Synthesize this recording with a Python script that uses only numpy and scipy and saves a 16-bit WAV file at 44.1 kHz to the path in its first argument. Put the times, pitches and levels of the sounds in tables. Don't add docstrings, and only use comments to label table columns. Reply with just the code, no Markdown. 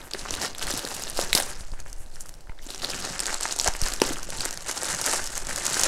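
import sys
import numpy as np
from scipy import signal
from scipy.fft import rfft, irfft
from scipy.io import wavfile

SR = 44100
rng = np.random.default_rng(int(sys.argv[2]) if len(sys.argv) > 2 else 0)


def generate_wav(signal):
    frames = np.transpose(np.atleast_2d(signal))
    scaled = np.clip(frames, -1, 1) * 32767
    pcm = np.round(scaled).astype(np.int16)
    wavfile.write(sys.argv[1], SR, pcm)


def volts_from_decibels(level):
    exponent = np.asarray(level, float) / 20
    return 10 ** exponent


N = 258867

# crest_s, crackle_db, build_s per 10 dB, release_s per 10 dB
SQUEEZES = [(0.15, -43, 0.023, 0.37), (0.2, -40, 0.035, 0.062), (0.255, -44, 0.018, .02),
            (0.33, -32.5, 0.066, 0.054), (0.438, -24, 0.042, 0.035), (0.619, -31.5, 0.019, 0.053),
            (0.7, -31.5, 0.037, 0.056), (0.786, -32, 0.14, 0.03), (0.929, -32.5, 0.12, 0.28),
            (1.196, -27, 0.043, 0.1), (1.365, -24.5, 0.0074, 0.024), (1.408, -31.5, 0.018, 0.13),
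            (1.61, -56, .02, 0.055), (1.8, -49, 0.045, 0.017), (1.864, -50, .01, 0.099),
            (2.02, -58, 0.032, 0.038), (2.22, -51, 0.21, 0.067), (2.622, -49.5, 0.0088, 0.11),
            (2.665, -42, 0.02, .05), (2.71, -38.5, 0.038, 0.14), (2.837, -32, 0.027, 0.053),
            (2.94, -33.5, 0.11, 0.12), (3.056, -31, 0.13, 0.071), (3.334, -31.5, 0.21, 0.095),
            (3.428, -28, 0.02, 0.04), (3.512, -28.5, 0.043, 0.04), (3.668, -26.5, 0.062, 0.032),
            (3.874, -30.5, 0.07, 0.053), (4.032, -29, 0.015, 0.1), (4.453, -32.5, 0.17, 0.11),
            (4.61, -35, 0.012, 0.026), (4.775, -30, 0.023, 0.017), (4.683, -31, 0.027, 0.086),
            (4.889, -30, 0.1, 0.24), (5.075, -28, 0.018, 0.17), (5.368, -34.5, 0.051, 0.043),
            (5.505, -32.5, 0.078, 0.13), (5.869, -24.5, 0.25, 0.12)]
# time_s, resting_crackle_db, bag_slack_db, film_turned_to_microphone_db
HOLD = [(0, -45.5, 3.5, 5), (0.12, -54, 1, -2), (0.75, -46, -1, 8), (1.1, -45.5, -1.5, 5),
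        (1.4, -53, 0, 7.5), (1.7, -63, 2.5, 0), (2.0, -59.5, 4, 9), (2.15, -67, -1.5, 3),
        (2.3, -57.5, 3, 12), (2.6, -63.5, -1, -7), (2.67, -56, -5, 4.5), (3.15, -50, 2, 1),
        (3.5, -48, -4.5, -5.5), (3.9, -40, 2.5, 5), (4.6, -48.5, -1.5, 1.5), (5.07, -37, 2.5, 2.5),
        (5.4, -52.5, 0.5, 2), (5.87, -31.5, 1, 1.5)]
# time_s, typical_crease_pitch_hz
CREASE_FINENESS = [
    (0, 4750),
    (1.4, 4700),
    (2.0, 7840),
    (2.8, 4280),
    (3.4, 7820),
    (4.1, 5450),
    (4.9, 7440),
    (5.87, 7280),
]
# frequency_hz, density_db per Hz
FILM = [(1180, -17), (2000, -18), (2540, -4.5), (2870, -1), (3280, -6), (3880, -3.5), (7860, 1),
        (11100, -6), (15800, -23.5), (16150, -70), (16500, -100)]
# frequency_hz, density_db per Hz
BODY = [(120, -41.5), (200, 0), (400, 2), (900, 0), (1050, -3.5), (1550, 1), (2300, -4.5), (3000, -4),
        (4200, -19.5), (7000, -59.5)]
# start_s, peak_db, crease_pitch_hz, body_share_db, length_ms
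SNAPS = [(0.1484, -21, 3760, 3.5, 1.86), (0.2869, -25, 2720, 0, 0.59), (0.3082, -10, 6060, -15, 1.66),
         (0.706, -13, 4940, -7, 1.5), (0.8511, -14, 4560, -12, 0.97), (1.1775, -14, 5060, -30, 0.97),
         (1.33, -1.5, 3900, -13.5, 0.46), (1.351, -0.5, 4830, -36, 2.7), (1.3762, -7, 4340, -23, 1.8),
         (1.4012, -13.5, 9300, -0.5, 1.45), (2.4962, -38, 2420, 4.5, 3.4), (2.8464, -10, 4330, -37, 1.35),
         (3.1935, -8.5, 5150, -38, 1.6), (3.2032, -8, 8300, -33, 1.2), (3.589, -8.5, 7300, -24, 2.64),
         (3.5987, -2.5, 5630, -49, 1.32), (3.6702, -13.5, 2070, -6, 0.84), (3.6761, -3.5, 6550, -35, 2.97),
         (3.8161, -10.5, 6250, -26, 1.34), (4.018, -3.5, 5800, -9, 3.1), (4.4581, -13.5, 7550, -1.5, 0.24),
         (4.8325, -11.5, 7800, -9, 1.6), (5.7684, -18, 1610, -23, 4.4), (5.8349, 1, 6700, -25, 0.32)]
# start_s,
# peak_db, crease_pitch_hz
TICKS = [(0.0156, -33, 3950), (0.0716, -31, 1400), (0.1111, -21, 7200), (0.1142, -21, 4400),
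         (0.1356, -11, 4930), (0.1935, -20, 5100), (0.2537, -23, 1380), (0.2598, -22, 1280),
         (0.34, -13, 3800), (0.351, -16, 6900), (0.3703, -20.5, 3920), (0.3788, -30, 1500),
         (0.387, -28, 1600), (0.417, -12.5, 5230), (0.4355, -17.5, 3700), (0.4546, -18, 5100),
         (0.4622, -15.5, 3650), (0.5493, -21, 3670), (0.5828, -22, 6940), (0.5947, -23, 5000),
         (0.6138, -21, 3500), (0.6256, -16, 3700), (0.629, -15, 5430), (0.6693, -14, 4200),
         (0.6783, -20.5, 1700), (0.684, -24, 1400), (0.702, -20, 1310), (0.7255, -17, 3720),
         (0.7392, -17, 5900),
         (0.775, -18.5, 6200), (0.777, -24, 9700), (0.793, -17, 4100), (0.8644, -24, 1680),
            (0.874, -23, 3900), (0.8873, -20, 6400), (0.9161, -20.5, 1610), (0.966, -27, 6600),
            (0.9967, -24.5, 8800), (1.0221, -20, 4670), (1.0368, -15.5, 6430), (1.0638, -35, 6800),
            (1.0793, -21.5, 3930), (1.0994, -17, 9100), (1.1029, -28, 3800), (1.1517, -27, 5200),
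            (1.1666, -23, 4500), (1.1725, -14.5, 5170), (1.191, -16, 1600), (1.1982, -14.5, 4220),
            (1.2136, -13, 5200), (1.339, -22, 5600), (1.355, -11, 6200), (1.3677, -21, 3930),
            (1.424, -18, 8600),
         (1.529, -31, 1705), (1.5327, -28, 4500), (1.5537, -31, 5900), (1.5997, -36, 1460),
            (1.6081, -26, 4800), (1.639, -33, 4500), (1.6683, -35, 8400), (1.6818, -35, 7100),
            (1.685, -37, 5600), (1.7182, -29, 4800), (1.7356, -30, 1170), (1.793, -31, 1740),
            (1.8025, -22.5, 6400), (1.8161, -42, 1700), (1.862, -28, 1720), (1.9296, -24, 6900),
            (2.062, -40, 4020), (2.116, -39, 4100), (2.1388, -40, 4600), (2.1504, -35, 7500),
            (2.1583, -28, 5450), (2.1678, -35.5, 1720), (2.1928, -45, 1300), (2.208, -22, 7050),
            (2.2568, -34, 1390), (2.2603, -34, 6300), (2.269, -35, 5900), (2.2872, -38, 7800),
            (2.2926, -25, 5800), (2.3406, -34, 5500), (2.4078, -36, 4750), (2.472, -38, 1500),
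            (2.5196, -36, 1400), (2.5785, -45, 1600), (2.589, -34, 3700), (2.593, -36.5, 1880),
         (2.666, -32, 7200), (2.6894, -25, 3960), (2.7045, -20, 4200), (2.7387, -46, 3700),
           (2.747, -17, 5300), (2.7588, -29, 3500), (2.797, -29, 5700), (2.82, -18.5, 4200),
           (2.8277, -24, 4600), (2.8326, -28, 1720), (2.8434, -23, 4100), (2.858, -23, 4700),
           (2.87, -25, 4330), (2.8993, -18.5, 5300), (2.903, -17, 5170), (2.9348, -20.5, 2580),
           (2.9453, -24, 7600), (2.9783, -25, 1400), (3.024, -19, 5000), (3.0474, -20, 4000),
           (3.0513, -13.5, 6400), (3.1004, -22, 5400), (3.1239, -22, 6100), (3.1553, -26, 1860),
           (3.1615, -26, 1300), (3.208, -18, 6860), (3.235, -16, 7100), (3.2574, -10.5, 6600),
           (3.2668, -8, 7040), (3.2773, -18, 7300), (3.2819, -19, 1570), (3.298, -21, 1600),
           (3.304, -19, 1660), (3.3417, -14.5, 4220), (3.3443, -9, 7950),
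         (3.3518, -20, 1570), (3.4096, -8, 9200), (3.4331, -11, 7700), (3.4393, -20, 4660),
           (3.455, -13.5, 1530), (3.4793, -18, 6000), (3.4884, -16, 5540), (3.4961, -23, 1620),
           (3.5105, -16, 4250), (3.5245, -7.5, 7050), (3.527, -18, 6660), (3.5594, -24, 6400),
           (3.5627, -13, 7550), (3.5835, -20, 6700), (3.6055, -17, 4800), (3.6128, -10, 7500),
           (3.6448, -10, 7800), (3.652, -19, 9000), (3.6634, -23, 1500), (3.6788, -13.5, 1670),
           (3.6854, -10.5, 6300), (3.738, -19, 5560), (3.7512, -16.5, 2040), (3.7658, -19, 7700),
           (3.8365, -12.5, 5000), (3.8576, -18, 7750), (3.8763, -18, 5000), (3.8845, -17, 7300),
           (3.9225, -16.5, 4500), (3.932, -35, 1610), (3.9372, -13.5, 6940), (3.9623, -20.5, 5600),
           (4.0011, -18, 4020),
         (4.0391, -31, 5630), (4.065, -20, 6200), (4.0786, -17, 5300), (4.089, -19, 7400),
          (4.101, -21.5, 3170), (4.1588, -26, 2800), (4.1695, -24, 1200), (4.1846, -22, 7400),
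          (4.191, -25.5, 1500), (4.231, -16, 5800), (4.291, -30, 8000), (4.3038, -15.5, 6270),
          (4.3726, -19.5, 8500), (4.386, -25, 3660), (4.4074, -10, 4760), (4.4532, -10.5, 7860),
          (4.509, -14.5, 7300), (4.528, -21, 5800), (4.5438, -24, 9000), (4.5747, -15, 6100),
          (4.6253, -29, 7900), (4.6798, -26, 7600), (4.687, -20, 7500), (4.6895, -19, 8000),
          (4.7123, -15, 6450), (4.7701, -23, 6700), (4.777, -21, 5730), (4.817, -17.5, 6000),
          (4.8452, -13, 5600),
         (4.855, -15, 7700), (4.8847, -17, 3900), (4.9015, -13, 7700), (4.9477, -16, 6300),
            (4.968, -23, 7900), (4.9877, -24, 5000), (5.0145, -8, 7360), (5.0417, -15, 5100),
            (5.057, -16, 7600), (5.063, -4, 7900), (5.0691, -17, 6600), (5.085, -14, 7300),
            (5.114, -10, 7500), (5.1276, -12, 7500), (5.1338, -12, 8100), (5.1446, -9.5, 7400),
            (5.193, -23, 1900), (5.1949, -19.5, 1580), (5.2414, -15.5, 6540), (5.2604, -25, 6860),
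            (5.2663, -20, 6960), (5.2738, -17, 5400), (5.3216, -28, 7690), (5.3543, -16.5, 6900),
            (5.3612, -21, 6400), (5.3722, -19, 7100), (5.3781, -11.5, 7100), (5.4022, -36, 8700),
            (5.4181, -35, 1500), (5.4329, -31, 8100), (5.449, -25, 5400), (5.4698, -15, 7100),
            (5.493, -16, 7650), (5.4966, -22, 6500), (5.502, -19, 6540), (5.5105, -20.5, 1800),
            (5.561, -8.5, 7200), (5.5704, -21, 6230), (5.5768, -19, 6500), (5.5847, -14, 7100),
            (5.6538, -9.5, 7900), (5.6653, -7.5, 7600), (5.6674, -12.5, 6200), (5.6998, -12.5, 6300),
            (5.7324, -13, 8200), (5.7436, -9, 6100), (5.7958, -7, 6370), (5.809, -14.5, 8400),
            (5.8135, -8, 7600), (5.8382, -10.5, 8500), (5.8432, -19, 7200),
         (0.479, -23, 5300),
    (1.3614, -16, 10000),
    (1.371, -19, 1200),
    (1.3813, -11, 5200),
    (1.41, -14, 4100),
    (1.9, -38, 5500),
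    (2.6327, -33.5, 4330),
    (5.0105, -31, 12500),
    (5.1805, -29, 12000),
]
# start_s, peak_db, pitch_hz, t60_s
POPS = [(0.14, -25.5, 398, 0.049), (0.734, -20, 270, 0.013), (0.842, -22, 440, 0.0092),
        (1.186, -12, 610, 0.0058), (1.3256, -7, 2200, 0.0035), (1.344, -18, 187, 0.02),
        (1.367, -19, 1110, 0.0044), (1.396, -19.5, 820, 0.014), (2.49, -35, 1890, 0.0043),
        (2.66, -35, 298, 0.024), (2.699, -34, 406, 0.026), (2.829, -44, 716, 0.034),
        (3.4503, -19.5, 950, 0.0071), (3.594, -31, 920, 0.045), (3.656, -18.5, 697, 0.052),
        (3.676, -12.5, 835, 0.0077), (4.0128, -5.5, 420, 0.013), (4.0141, -12, 910, 0.012),
        (4.0132, -11, 2850, 0.0076), (4.047, -30, 322, .03), (4.1022, -21, 302, 0.028),
        (4.285, -28, 580, 0.011), (4.452, -28, 367, 0.025), (4.761, -30, 810, 0.046),
        (4.991, -24, 960, 0.018), (5.081, -27, 457, 0.049), (5.419, -36, 390, 0.033),
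        (5.745, -35, 540, 0.022)]
# crest_s, level_db, centre_hz, length_s
BRUSHES = [(0.059, -49.5, 10200, 0.037), (0.198, -43, 8100, 0.053), (1.498, -39.5, 8600, 0.028),
           (1.607, -46, 8050, 0.029), (1.736, -55.5, 8100, 0.046), (1.903, -57, 9000, 0.025),
           (2.015, -51.5, 9400, 0.039), (2.213, -41, 9100, 0.017), (2.28, -59, 8540, 0.04),
           (2.64, -55, 11000, 0.028), (1.372, -28, 4960, 0.01), (1.375, -31, 11200, 0.025),
           (4.913, -36.5, 7700, 0.05), (5.1, -34, 7540, 0.17)]
# time_s, sway_db, rubbing_db
SWAY = [(0.0, -43, -48), (0.34, -33, -47), (0.45, -47.5, -53.5), (0.67, -28, -47), (0.9, -48.5, -52.5),
        (1.15, -32, -55), (1.91, -30.5, -50), (2.25, -37, -47.5), (2.75, -39.5, -56.5),
        (3.12, -38.5, -44.5), (3.35, -35.5, -68), (3.9, -29, -56), (4.15, -32, -45.5), (4.72, -43.5, -56),
        (5.0, -43, -46.5), (5.36, -31.5, -53), (5.7, -44.5, -51), (5.87, -35, -50)]
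# start_s, peak_db, sway_pitch_hz
BUMPS = [
    (1.601, -17, 3.5),
    (1.717, -15, 11),
    (1.996, -28, 49),
    (2.489, -15, 6.7),
    (3.678, -5, 4.5),
    (3.816, -6.5, 14),
    (4.38, -25, 17),
]
# frequency_hz, density_db per Hz
ROOM = [(180, -34), (300, 8), (781, 7.5), (1420, -9.5), (2690, -18), (4280, -6.5), (10500, -13),
        (14000, -21)]


def rms_one(x):
    return x / np.sqrt(np.mean(x ** 2) + 1e-20)


def in_time(rows):
    s, *columns = np.transpose(rows)
    return [np.interp(np.arange(N) / SR, s, c) for c in columns]


def coloured(x, spectrum, size=4096):
    hz, db = np.transpose(spectrum)
    grid = np.maximum(np.arange(size // 2 + 1) * SR / size, 1)
    cepstrum = irfft(np.log(volts_from_decibels(np.interp(np.log(grid), np.log(hz), db))))
    cepstrum[1:size // 2] *= 2
    cepstrum[size // 2 + 1:] = 0
    impulse_response = irfft(np.exp(rfft(cepstrum)))
    return signal.fftconvolve(x, impulse_response)[:len(x)]


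def drift(rate_hz):
    r = np.exp(-2 * np.pi * rate_hz / SR)
    wander = signal.lfilter([1], [1, -2 * r, r * r], rng.standard_normal(N + SR))
    return rms_one(wander[SR:])


def ring(x, hz, t60):
    r, w = volts_from_decibels(-60 / (t60 * SR)), 2 * np.pi * hz / SR
    return signal.lfilter([0, np.sin(w)], [1, -2 * r * np.cos(w), r * r], x + 1e-18)


def add(out, s, x):
    i = max(round(s * SR), 0)
    out[i:i + len(x)] += x[:N - i]


def grip(rest_db):
    power, t = volts_from_decibels(2 * rest_db), np.arange(N) / SR
    for s, db, build_s, release_s in SQUEEZES:
        rise = (s - t) / max(build_s, .01)
        fall = (t - s) / max(release_s, .01)
        power = power + volts_from_decibels(2 * (db - 10 * np.maximum(rise, fall)))
    return 10 * np.log10(power)


def crackle(film_db, body_db):
    typical_hz = in_time(CREASE_FINENESS)[0]
    per_s = 850 * volts_from_decibels(.45 * (film_db + 40)) * typical_hz / 5500
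    born = rng.random(N) < per_s * volts_from_decibels(2.2 * drift(40)) / SR
    sizes = born * volts_from_decibels(4 * np.minimum(rng.exponential(1, N), 1.9)) / np.sqrt(per_s)
    fall = np.exp(-1 / (.00045 * SR))
    bursts = signal.lfilter([1], [1, -fall], sizes) * rng.standard_normal(N)

    pitches = np.geomspace(2800, 11000, 12)
    crease_hz = typical_hz * np.exp(0.27 * rng.standard_normal(N))
    dealt = np.minimum(np.searchsorted(pitches, crease_hz), len(pitches) - 1)
    owner = dealt[np.maximum.accumulate(np.arange(N) * born)]
    tuned = sum(ring(bursts * (owner == k), hz, 3.9 / hz) for k, hz in enumerate(pitches))

    slide = rng.standard_normal(N) * volts_from_decibels(5.2 * drift(36))
    film = rms_one(coloured(.65 * rms_one(bursts) + rms_one(tuned) + .42 * slide, FILM))
    nudges = rms_one(bursts * volts_from_decibels(3.9 * drift(37)))
    nudges = nudges + 0.88 * rng.standard_normal(N) * volts_from_decibels(2.2 * drift(38))
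    body = rms_one(coloured(nudges, BODY))
    return volts_from_decibels(film_db - 3.0) * film + volts_from_decibels(body_db - 3.0) * body


def snaps(table):
    out, t = np.zeros(N), np.arange(2048) / SR
    noise = rng.standard_normal((len(table), 2, len(t)))
    soft = signal.butter(3, 13000, fs=SR, output="sos")
    for (s, peak_db, hz, body_db, ms), (crack, tail) in zip(table, noise):
        tau = max(.7 * ms, .2) / 1000
        burst = 0.14 * crack * (1 - np.exp(-6 * t / tau)) * np.exp(-1.2 * t / tau)
        burst[round(.2 * tau * SR)] += 0.47 * np.sign(crack[0])
        flutter = .05 * tail * np.exp(-t / .007)
        bright = coloured(burst + flutter, FILM, size=512)
        tuned = signal.sosfilt(soft, ring(burst, hz, min(13 / hz, .004)))
        crisp = 0.2 * np.sqrt(min(hz / 4000, 1))
        high = crisp * bright / np.max(np.abs(bright)) + 0.49 * tuned / np.max(np.abs(tuned))
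        low = coloured(burst, BODY, size=1024)
        snap = high / np.max(np.abs(high)) + volts_from_decibels(body_db) * low / np.max(np.abs(low))
        add(out, s - 0.35 * tau, volts_from_decibels(peak_db) * snap)
    return out


def pops():
    out, t = np.zeros(N), np.arange(4096) / SR
    for s, peak_db, hz, t60 in POPS:
        push = np.gradient(t ** 2 * np.exp(-t * hz * 9))
        t60 = max(t60, .004)
        pop = ring(push, hz, t60) + .5 * ring(push, 2.29 * hz, t60 * 0.56)
        add(out, s + 0.00445, volts_from_decibels(peak_db) * pop / np.max(np.abs(pop)))
    return out


def brushes():
    out, t = np.zeros(N), np.arange(N) / SR
    white = rng.standard_normal(N)
    for s, level_db, hz, length_s in BRUSHES:
        octave = signal.butter(3, [hz / 1.5, min(hz * 1.27, 15500)], "band", fs=SR, output="sos")
        hiss = rms_one(signal.sosfilt(octave, white))
        out += volts_from_decibels(level_db) * hiss * np.exp(-2 * ((t - s) / length_s) ** 2)
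    return out


def bag_sound(film_db):
    _, slack_db, sheen_db = in_time(HOLD)
    body_db = -40.5 + 0.92 * (film_db + 39.5) + slack_db
    rustle = crackle(film_db, body_db)
    deep = signal.sosfiltfilt(signal.butter(2, 650, fs=SR, output="sos"), rustle)
    taut_db = -10.5 * np.log2(in_time(CREASE_FINENESS)[0] / 5000)
    rustle = rustle + (volts_from_decibels(taut_db) - 1) * deep

    ticks = TICKS
    ticks = [(*tick, -20.5, 1.3) for tick in ticks]      # body_share_db, length_ms
    bag = rustle + snaps(SNAPS + ticks) + pops()
    dull = signal.sosfiltfilt(signal.butter(2, 8500, fs=SR, output="sos"), bag)
    bag = dull + volts_from_decibels(np.minimum(sheen_db, 8.0)) * (bag - dull) + brushes()
    return signal.sosfilt(signal.butter(2, 190, "high", fs=SR, output="sos"), bag)


def stand(grip_db):
    sway = ring(rng.standard_normal(N + SR), 11.3, 0.17)
    sway = sway + 0.33 * ring(rng.standard_normal(N + SR), 25.7, 0.14)
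    sway_db, rub_db = in_time(SWAY)
    lumps_db = 4.2 * np.clip(drift(21.0), -2, 1.5)
    rumble_db = rub_db + 0.51 * (grip_db + 35.0) + lumps_db
    band = signal.butter(2, [45, 210], "band", fs=SR, output="sos")
    rumble = signal.sosfilt(band, rng.standard_normal(N))
    out = volts_from_decibels(sway_db) * rms_one(sway[SR:]) + volts_from_decibels(rumble_db) * rms_one(rumble)
    t = np.arange(8192) / SR
    for s, peak_db, hz in BUMPS:
        dip = -np.exp(-np.abs(t - .008) / 0.0025)
        swing = np.sin(2 * np.pi * hz * np.maximum(t - .008, 0)) * np.exp(-t / 0.019)
        add(out, s, volts_from_decibels(peak_db) * (0.25 * dip + 0.8 * swing))
    return out


def room(x, t60=0.26, wet_db=-16):
    t = np.arange(SR // 3) / SR
    tail = rng.standard_normal(len(t)) * volts_from_decibels(-60 * t / t60) * (t > .003)
    tail = signal.lfilter([.4], [1, -.6], tail)
    return volts_from_decibels(wet_db) * signal.fftconvolve(x, tail / np.sqrt(np.sum(tail ** 2)))[:N]


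def hush():
    return volts_from_decibels(-57.5) * rms_one(coloured(rng.standard_normal(N), ROOM))


def scene():
    film_db = grip(in_time(HOLD)[0])
    bag = bag_sound(film_db)
    return (bag + room(bag) + stand(film_db) + hush())[None]


def band_limit(x):
    return signal.sosfilt(signal.butter(12, 16980, fs=SR, output="sos"), x)


def record(dry):
    clipped = np.clip(dry, -.88, .88)
    low_pass = signal.cheby2(10, 40, 16600, fs=SR, output="sos")
    return band_limit(signal.sosfilt(low_pass, clipped))


dry = scene()
out = record(dry)
generate_wav(out)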